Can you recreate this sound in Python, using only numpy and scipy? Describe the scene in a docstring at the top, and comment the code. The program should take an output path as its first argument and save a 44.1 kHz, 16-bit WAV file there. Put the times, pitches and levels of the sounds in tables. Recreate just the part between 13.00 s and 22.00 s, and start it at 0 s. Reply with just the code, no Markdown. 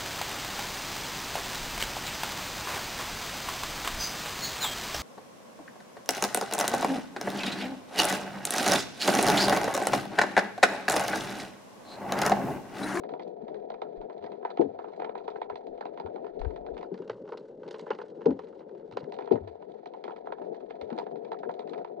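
"""Under water beside a pier pile, heard from inside a small camera's flooded housing.
Snapping shrimp crack near and far, each impulse trailing echoes off piles, sand and surface,
and distant snaps and waves merge into a drone and a hiss. Dull knocks excite the modes of the pile,
and the swell presses on the ports. The housing acts as a filter: it muffles the sound and gives
each of three microphones its own colour and delay."""
import sys
import numpy as np
from scipy import signal
from scipy.fft import rfft, irfft, next_fast_len
from scipy.io import wavfile
from scipy.ndimage import uniform_filter1d, map_coordinates

SR = 44100
rng = np.random.default_rng(int(sys.argv[2]) if len(sys.argv) > 2 else 0)


def transcribe(u):
    """Save the signal u as a 16-bit wav file named by the first command-line argument.

    u: samples, shape (n,) or (channels, n), limited to [-1, 1]; the rate is SR.
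    q: integer samples, one column per channel.
    """
    v = np.clip(np.atleast_2d(u).T, -1, 1)
    q = np.round(v * 32767).astype(np.int16)
    wavfile.write(sys.argv[1], SR, q)


N = 396900  # 9 s

# Response of the housing. Each row: frequency in Hz, left gain in dB, right gain in dB,
# phase lead of right over left in radians, gain of the third microphone in dB.
HOUSING = [(101, -11.5, -23.5, 0.22, -6), (285, -6.5, -19, 0.46, -7.5), (439, 7.5, -10.5, 3.87, 2.5),
           (550, -0.5, -8, 3.98, -2), (722, 0, -0.5, 4.62, -14.5), (862, -14, -8.5, 4.16, -17.5),
           (1105.4, -26, -25, 9.34, -29), (1375, -36.5, -30, 12.1, -31.5), (1520, -38.5, -38, 11.56, -30.5),
           (1740, -41, -29.5, 10.4, -39.5), (2090, -37, -39.5, 11.7, -41), (2410, -47.5, -38.5, 12, -52),
           (2770, -58, -43.5, 9.6, -40.5), (3500, -46, -40.5, 11.34, -46), (3900, -47.5, -36, 9.5, -43.5),
           (4640, -59.5, -45, 14.3, -45.5), (5700, -52.5, -62, 14.65, -48.5),
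           (7700, -68.5, -63.5, 15.4, -54.5), (9300, -75, -73, 16, -60.5), (12900, -82.5, -75.5, 36, -76.5)]
# Lag of the third microphone behind the right. Each row: frequency in Hz, phase in radians.
THIRD_PHASE_LAG = [(130, -2), (430, 2.5), (700, 2.5), (1150, 7.5), (3000, 5.5), (12000, 7.5)]
# Crossfade from the ports to the sheltered third microphone. Each row: time in seconds, share from 0 to 1.
THIRD_SHARE = [(0, 0.09), (3.75, 0.14), (4.1, 0.85), (4.5, 0.77), (4.7, 0.75), (5.3, 0.57), (6.05, 0.53),
               (6.15, 0.18), (9, 0.14)]
# Distant water. Each row: time in seconds, drone level in dB, hiss level in dB.
FAR_WATER = [(0.0, -46.5, -65), (0.3, -45, -72), (2.23, -50.5, -68), (2.68, -46.5, -70.5), (3.46, -44, -70),
             (4.64, -49.5, -72), (4.79, -49, -67.5), (5.91, -47, -73), (6.19, -49, -70), (6.52, -49, -70.5),
             (8.67, -44, -69.5), (9.0, -46, -68.5)]
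# Swell on the ports. Each row: time in seconds, level of the louder side in dB, left minus right in dB.
SWELL_LEVELS = [(0.0, -74, 4), (0.68, -74, 4.5), (0.97, -78.5, -16.5), (2.48, -78, 19.5), (3.06, -77, 8),
                (3.33, -60, 24), (3.53, -43.5, 24), (3.93, -74.5, 3.5), (9.0, -84, 4.5)]
# Pressure spectrum of the swell. Each row: frequency in Hz, relative spectral density in dB.
SWELL_SPECTRUM = [(12, -36.5), (20, 8), (38, 1), (59, 5), (75, -15.5), (140, -6.5), (180, -50.5),
                  (310, -120)]
# Water bumping the housing. Each row: start in seconds, level in dB, frequency in Hz, T60 in seconds.
WATER_BUMPS = [(0.971, -33, 27.6, 0.17), (1.199, -47.5, 90, 0.26), (1.606, -40.5, 108.5, 0.38),
               (2.513, -44, 76, 0.13), (2.679, -48.5, 35, 0.34), (3.043, -31.5, 105, 0.13),
               (3.396, -19, 45.7, 0.26), (3.462, -9, 56.4, 0.078), (3.708, -33, 46, 0.19),
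               (4.097, -41.5, 120, 0.24), (5.276, -39, 92.3, 0.3), (5.928, -37, 116, 0.083),
               (6.029, -29.5, 144, 0.066), (6.334, -24.5, 100, 0.12), (6.404, -30.5, 90, 0.29),
               (7.819, -40.5, 109, 0.12)]
# Modes of the pile. Each row: frequency in Hz, relative level in dB, T60 in seconds.
PILE_MODES = [(188.4, 1, 0.079), (225.4, -3, 0.073), (276.4, -5.5, 0.12), (338.4, 2.5, 0.045),
              (391.6, 7.5, 0.048), (423.8, 1.5, 0.089), (448.8, 5, 0.092), (593, 13, 0.058),
              (686, 19.5, 0.028), (787, 11.5, 0.036)]
# Knocks in the pier. Each row: start in seconds, level in dB, pitch in Hz.
PIER_KNOCKS = [(0.43, -23.5, 230), (1.595, 1, 347), (1.604, -7, 444), (1.614, -7.5, 437),
               (1.641, -23.5, 438), (1.643, -16.5, 270), (1.994, -26.5, 329), (2.529, -26.5, 389),
               (3.917, -17, 375), (3.921, -26.5, 189), (4.001, -18.5, 394), (4.316, -26.5, 457),
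               (5.261, 0.5, 435.4), (5.28, -5, 289), (5.296, -5.5, 275), (5.312, -14.5, 402),
               (6.313, 2, 409.4), (6.316, -10.5, 326), (6.328, -7.5, 350), (6.343, -12, 445),
               (6.35, -16.5, 303.6), (7.917, -18, 407), (7.921, -16, 210.8), (7.953, -17.5, 336)]
# Near snaps. Each row: start in seconds, base level of the edge (above about 2.5 kHz) in dB,
# level of the middle (about 1-2.5 kHz) in dB relative to the edge.
NEAR_SNAPS = [(0.0358, -54.5, 5.5), (0.0912, -49, -5), (0.1376, -55, 7.5), (0.1958, -48, -1),
              (0.2234, -52, -7), (0.2782, -57, -16.5), (0.4815, -52, -4), (0.5439, -51.5, -2.5),
              (0.702, -45, -4), (0.741, -51, 0), (0.8178, -43, 1.5), (1.0138, -56, 3.5), (1.0985, -57, 6),
              (1.1298, -58.5, -11), (1.179, -56, -12.5), (1.263, -52.5, -4.5), (1.225, -56, 0),
              (1.2407, -47.5, -3.5), (1.319, -51.5, 0.5), (1.428, -64, 9), (1.4497, -46, 9),
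              (1.5028, -46.5, -2), (1.5731, -45.5, 1), (1.6123, -44.5, -1.5), (1.7894, -54.5, 9.5),
              (1.8426, -64.5, 14), (1.8834, -61, 4.5), (1.9337, -56.5, -0.5), (1.963, -57, -17.5),
              (1.9985, -47.5, 3), (2.0195, -53.5, 10), (2.0452, -46, 5), (2.093, -57.5, 11.5),
              (2.153, -54.5, 11), (2.1791, -48, -9), (2.2792, -45, 3), (2.303, -49.5, -9), (2.359, -57, 10),
              (2.4161, -46.5, 4), (2.4988, -49.5, 5.5), (2.5566, -42.5, -5.5), (2.6688, -53.5, -10.5),
              (2.7776, -58, -2.5), (2.809, -45, -1.5), (2.8545, -45, 1.5), (2.9748, -52.5, 5.5),
              (2.9992, -45, -2.5), (3.0608, -54, 6.5), (3.1599, -54, 3.5), (3.2449, -62, 12.5),
              (3.266, -55.5, 6.5), (3.3935, -50, -13.5), (3.4152, -47.5, 0.5), (3.448, -51, 2.5),
              (3.5058, -58, 1.5), (3.5608, -50, -1.5), (3.6643, -51.5, 0), (3.768, -54.5, 6.5),
              (3.7784, -46, -9), (3.8106, -52, -2), (3.8286, -51, 1), (3.9422, -50, -3.5), (3.977, -52, -7),
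              (4.0207, -56, 2), (4.0774, -51.5, -7), (4.0974, -41.5, 3), (4.1325, -64.5, 3),
              (4.254, -67, 7), (4.2774, -59, 2.5), (4.2904, -54, 1), (4.3222, -52, 8.5),
              (4.3734, -46.5, -6.5), (4.633, -60, 9.5), (4.664, -60.5, 0), (4.679, -47.5, -5),
              (4.6864, -50, -4), (4.7093, -42.5, -12), (4.7431, -49.5, 4), (4.784, -56, -22.5),
              (4.7943, -42.5, -8.5), (4.867, -71.5, 25.5), (4.879, -61, 10), (4.9051, -40, 6),
              (4.934, -52.5, -3), (4.949, -49.5, -2), (4.9873, -51, 8.5), (5.016, -52, 8),
              (5.0828, -57.5, -11), (5.101, -59, -4.5), (5.209, -63, 7.5), (5.217, -58, 9.5),
              (5.2573, -45.5, 4), (5.307, -49, 1.5), (5.3918, -49, 3), (5.436, -63.5, 2.5),
              (5.4438, -57, -9.5), (5.471, -64, 1), (5.5274, -70, 10), (5.5925, -59, -3.5),
              (5.6064, -63, 6.5), (5.6925, -64.5, 5.5), (5.7495, -66.5, 4.5), (5.797, -65.5, 1.5),
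              (5.877, -66, -17), (5.9124, -54, -4.5), (5.9238, -49.5, -6), (5.971, -38, 2.5),
              (6.0311, -61.5, 2.5), (6.0418, -54, -2), (6.1222, -44.5, -5), (6.141, -46.5, -8.5),
              (6.1654, -59, -2.5), (6.188, -47.5, 6), (6.2084, -52.5, 4), (6.2237, -54, 2.5),
              (6.245, -57.5, -1.5), (6.2578, -52, -8.5), (6.275, -58.5, 10), (6.309, -57, 8),
              (6.3205, -42.5, -4.5), (6.3564, -56.5, 13.5), (6.476, -49, -6.5), (6.6239, -62.5, 7),
              (6.718, -59, -14), (6.8582, -47, -6), (6.937, -53, -1), (7.04, -41.5, -4), (7.0786, -52, 6.5),
              (7.1071, -55.5, 7), (7.1623, -54, 0), (7.2583, -67.5, 7.5), (7.2715, -56, 13),
              (7.323, -50, 9), (7.384, -65.5, 14), (7.4176, -66.5, 16), (7.545, -54, -4),
              (7.606, -67.5, 12.5), (7.755, -59.5, 0), (7.701, -56.5, -1.5), (7.7068, -52, 4),
              (7.8133, -42, -6), (7.89, -64.5, -1), (7.903, -48, -1), (7.928, -50.5, 1.5),
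              (7.965, -57, -19), (7.9785, -45, -1), (7.9866, -35.5, -5.5), (8.066, -61, 14),
              (8.158, -54, -1), (8.2483, -52.5, -2.5), (8.3179, -45.5, 3.5), (8.389, -51, -12.5),
              (8.432, -60.5, 16), (8.4928, -53.5, 11.5), (8.514, -52.5, -13.5), (8.5402, -50.5, -12.5),
              (8.593, -45, -2.5), (8.6743, -50, -5.5), (8.6949, -47.5, -14), (8.734, -48, 4.5),
              (8.7785, -52.5, 1), (8.847, -49, 3)]
# The impulse that opens a snap. Each entry: band name, gain in dB over the snap's level in that band.
POP_GAIN_DB = {"body": 24, "low": 24, "high": 23, "edge": 20, "air": 14}

TAPS = 8192  # length of the housing's impulse response


def amp(db):
    """Level in decibels as an amplitude ratio."""
    return 10 ** (np.asarray(db) / 20)


def unit(x):
    """Normalisation to an rms of one."""
    return x / np.sqrt(np.mean(x ** 2) + 1e-20)


def log_interp(knots_hz, values, hz):
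    """Interpolation on a logarithmic frequency axis."""
    return np.interp(np.log(hz + 1), np.log(np.asarray(knots_hz) + 1), values)


def curves(rows):
    """Linear interpolation in time: one value per sample for each column after the first."""
    times, *columns = np.transpose(rows)
    return [np.interp(np.arange(N) / SR, times, column) for column in columns]


def wobble(rate):
    """Smooth random modulation: a spline through `rate` Gaussian knots a second."""
    return map_coordinates(rng.standard_normal(int(N * rate / SR) + 4), [np.arange(N) * rate / SR])


def filtered(x, response):
    """Linear filtering: the spectrum of x is multiplied by a complex frequency response."""
    size = next_fast_len(N + TAPS)
    return irfft(rfft(x, size) * response(np.fft.rfftfreq(size, 1 / SR)), size)[..., :N]


def microphones(hz):
    """Transfer functions of the left, right and third microphones, relative to the left."""
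    knots_hz, left_db, right_db, right_lead, third_db = np.transpose(HOUSING)
    lead = log_interp(knots_hz, right_lead, hz)
    phases = [0 * hz, lead, lead - log_interp(*np.transpose(THIRD_PHASE_LAG), hz)]
    return np.array([amp(log_interp(knots_hz, db - left_db, hz)) * np.exp(1j * phase)
                     for db, phase in zip((left_db, right_db, third_db), phases)])


def muffled(x, lo_hz, hi_hz):
    """One band of x at the right port. The filter is minimum phase: ringing follows the excitation."""
    hz = np.fft.rfftfreq(TAPS, 1 / SR)
    knots_hz, _, right_db = np.transpose(HOUSING)[:3]
    band = 1 / np.sqrt((1 + (lo_hz / (hz + 1)) ** 10) * (1 + (hz / hi_hz) ** 10))
    gain = amp(log_interp(knots_hz, right_db, hz)) * band
    port_mean = gain * (1 + 1 / microphones(hz)[1]) / 2
    gain = gain / np.sqrt(np.mean(np.abs(port_mean) ** 2))
    cepstrum = irfft(np.log(gain + 1e-6))
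    causal_fold = np.r_[1, np.full(TAPS // 2 - 1, 2), 1, np.zeros(TAPS // 2 - 1)]
    return signal.fftconvolve(x, irfft(np.exp(rfft(cepstrum * causal_fold))))[:N]


def sides(db, pan_db):
    """Level difference between the ports: left and right gains, with the louder side at db."""
    return amp([db + np.minimum(pan_db, 0), db - np.maximum(pan_db, 0)])


def far_water():
    """Incoherent summation: countless distant snaps and waves blur into a lumpy drone and faint hiss."""
    drone_db, hiss_db = curves(FAR_WATER)
    drone = amp(drone_db + 2.0 * wobble(6.4) + 2.68 * wobble(40)) * rng.standard_normal(N)
    hiss = amp(hiss_db + 1.4 * wobble(8) + 4.4 * wobble(90)) * rng.standard_normal(N)
    return muffled(drone, 150, 701) + muffled(hiss, 1103, 9800)


def swell():
    """Slow pressure fluctuations, uncorrelated at the two ports, with damped bumps on the swell's side."""
    level_db, pan_db = curves(SWELL_LEVELS)
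    noise = rng.standard_normal((2, N))
    pressure = unit(filtered(noise, lambda hz: amp(log_interp(*np.transpose(SWELL_SPECTRUM), hz))))
    out = np.pad(pressure * sides(level_db + 3 * wobble(1.3), pan_db), ((0, 0), (0, SR)))
    t = np.arange(SR // 2) / SR
    for start, db, hz, t60 in WATER_BUMPS:
        churn = 2.0 * wobble(30)[:len(t)]  # churning water keeps the pitch unsteady
        envelope = amp(-60 * t / t60) * (1 - np.exp(-18 * t / t60)) ** 2
        bump = np.sin(2 * np.pi * hz * t + churn) * envelope
        onset = round(start * SR)
        out[:, onset:][:, :len(t)] += sides(db, pan_db[onset])[:, None] * bump
    return out[:, :N]


def pile_knocks(reach_octaves=0.1, spill_db=-25):
    """Modal resonance: a knock rings the modes near its pitch, then scatters into a duller rumble."""
    out, t = np.zeros(N + SR), np.arange(SR // 2) / SR
    dull = signal.butter(3, [200, 500], "band", fs=SR, output="sos")
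    mode_hz, mode_db, t60 = np.transpose(PILE_MODES)[..., None]
    modes = np.sin(2 * np.pi * mode_hz * t) * amp(mode_db - 60 * t / t60)
    rise = 1 - np.exp(-t / 0.0061)
    for start, db, hz in PIER_KNOCKS:
        nearness = np.exp(-(np.log2(mode_hz / hz) / reach_octaves) ** 2)
        excitation = nearness / nearness.sum() + amp(spill_db)  # a little spills into every mode
        ring = np.sum(excitation * modes, axis=0)
        scatter = unit(signal.sosfilt(dull, rng.standard_normal(len(t)))) * amp(-20.5 - 60 * t / 0.22)
        out[round(start * SR):][:len(t)] += amp(db) * rise * (ring + scatter)
    return signal.sosfilt(signal.butter(2, [110, 1000], "band", fs=SR, output="sos"), out[:N])


def echo_grain(grain_db=5, patch_db=4):
    """Noise modulated in time and frequency: each echo has a fine grain and favours its own bands."""
    grainy = amp(grain_db * wobble(250)) * rng.standard_normal(N)
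    spectra = signal.stft(grainy, nperseg=256)[2]
    patches = uniform_filter1d(rng.standard_normal(spectra.shape), size=3, axis=0)
    patches = uniform_filter1d(patches, size=10, axis=1)
    return unit(signal.istft(spectra * amp(patch_db * unit(patches)), nperseg=256)[1][:N])


def snaps(starts, db, band, crack_t60, echo_db, echo_t60):
    """Impulse and reverberation: a pop, a dense crack, echoes and a wash. Overlaps add in power."""
    crack_db, hold_s = -7, 0.0033
    wash_db, wash_t60 = -26, 0.2  # long reverberation under the pier
    noise = echo_grain()
    t = np.arange(SR // 2) / SR
    crack_power = amp(2 * crack_db - 120 * np.maximum(t - hold_s, 0) / crack_t60)[:SR // 20]
    tail_power = amp(2 * echo_db - 120 * t / echo_t60) + amp(2 * wash_db - 120 * t / wash_t60)
    tail_power *= 1 - np.exp(-t / hold_s)
    onset_power = np.bincount((starts * SR).astype(int), amp(2 * db), N)[:N]
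    crack, tail = (np.sqrt(np.abs(signal.oaconvolve(onset_power, power)[:N]))
                   for power in (crack_power, tail_power))
    pop = amp(POP_GAIN_DB[band]) * np.sqrt(onset_power)
    return pop + np.sign(noise[::-1]) * crack + noise * tail


def snap_arrivals(reflections=5, far_count=1400):
    """Multipath propagation: times and levels of near snaps, their echoes off piles, and far snaps."""
    starts, edge_db, middle_re_edge = np.transpose(NEAR_SNAPS)
    middle_db = edge_db + middle_re_edge
    direct_db = np.array([middle_db + 9, middle_db, edge_db])  # body, middle, edge
    detour, loss = rng.random((len(starts), reflections, 2)).transpose(2, 0, 1)
    reflected_starts = starts[:, None] + .003 + .04 * detour ** 1.5
    reflected_db = direct_db[..., None] - 16 - 9 * loss - 6 * detour
    when, strength, body, edge = rng.random((far_count, 4)).T
    far_onsets = when * (N - 1)
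    hiss_db = curves(FAR_WATER)[1][far_onsets.astype(int)]  # the far crowd swells with the hiss
    far_db = hiss_db - 9 + 9 * strength ** 3
    crowd_db = [far_db + 22.5 + 6 * body, far_db, far_db - 16.5 + 8 * edge]
    return (np.r_[starts, reflected_starts.ravel(), far_onsets / SR],
            np.c_[direct_db, reflected_db.reshape(3, -1), crowd_db])


def shrimp(direct_colour=0.28, top_tilt=0.81, top_loss_db=16.5):
    """Broadband snaps in five bands. Transmission depends on frequency, so each path has its colour."""
    starts, (body_db, middle_db, edge_db) = snap_arrivals()
    indirect = np.arange(len(starts)) >= len(NEAR_SNAPS)
    colour = np.where(indirect, 1, direct_colour)
    lean_db, top_lean_db = 2.6 * rng.standard_normal((len(starts), 2)).clip(-2, 2).T * colour
    low_db = middle_db + 6.5 + lean_db / 2
    high_db = (middle_db + edge_db) / 2 - 4 - lean_db / 2
    # snaps thin in the middle are the bright ones; reflected and far paths lose the top
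    air_db = edge_db - 32 - top_tilt * (middle_db - edge_db) - top_loss_db * indirect + top_lean_db
    body = snaps(starts, body_db, "body", crack_t60=0.013, echo_db=-11, echo_t60=0.066)
    low = snaps(starts, low_db, "low", crack_t60=0.027, echo_db=-3, echo_t60=0.12)
    high = snaps(starts, high_db, "high", crack_t60=0.026, echo_db=-3.5, echo_t60=0.086)
    edge = snaps(starts, edge_db - 10, "edge", crack_t60=0.0082, echo_db=-6.5, echo_t60=0.09)
    air = snaps(starts, air_db, "air", crack_t60=0.011, echo_db=-13, echo_t60=0.21)
    return (muffled(body, 400, 1050) + muffled(low, 1050, 1800) + muffled(high, 1800, 3000)
            + muffled(edge, 3000, 5600) + muffled(air, 5600, 10500))


def scene():
    """Superposition: the housing shakes as one, and its ports are crossfaded with the third microphone."""
    waterborne = filtered(shrimp() + far_water(), lambda hz: microphones(hz) / microphones(hz)[1])
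    left, right, third = waterborne + filtered(pile_knocks(), microphones)
    stray = amp(-15) * np.roll(right, 500)  # a weak second path to the right port, 11 ms late
    share = curves(THIRD_SHARE)[0]
    return (1 - share) * np.array([left, right + stray]) + share * third + swell()


def record(dry, cutoff_hz=15800):
    """Band limiting: the camera acts as an ideal low-pass filter."""
    return filtered(dry, lambda hz: hz < cutoff_hz)


dry = scene()
out = record(dry)
transcribe(out)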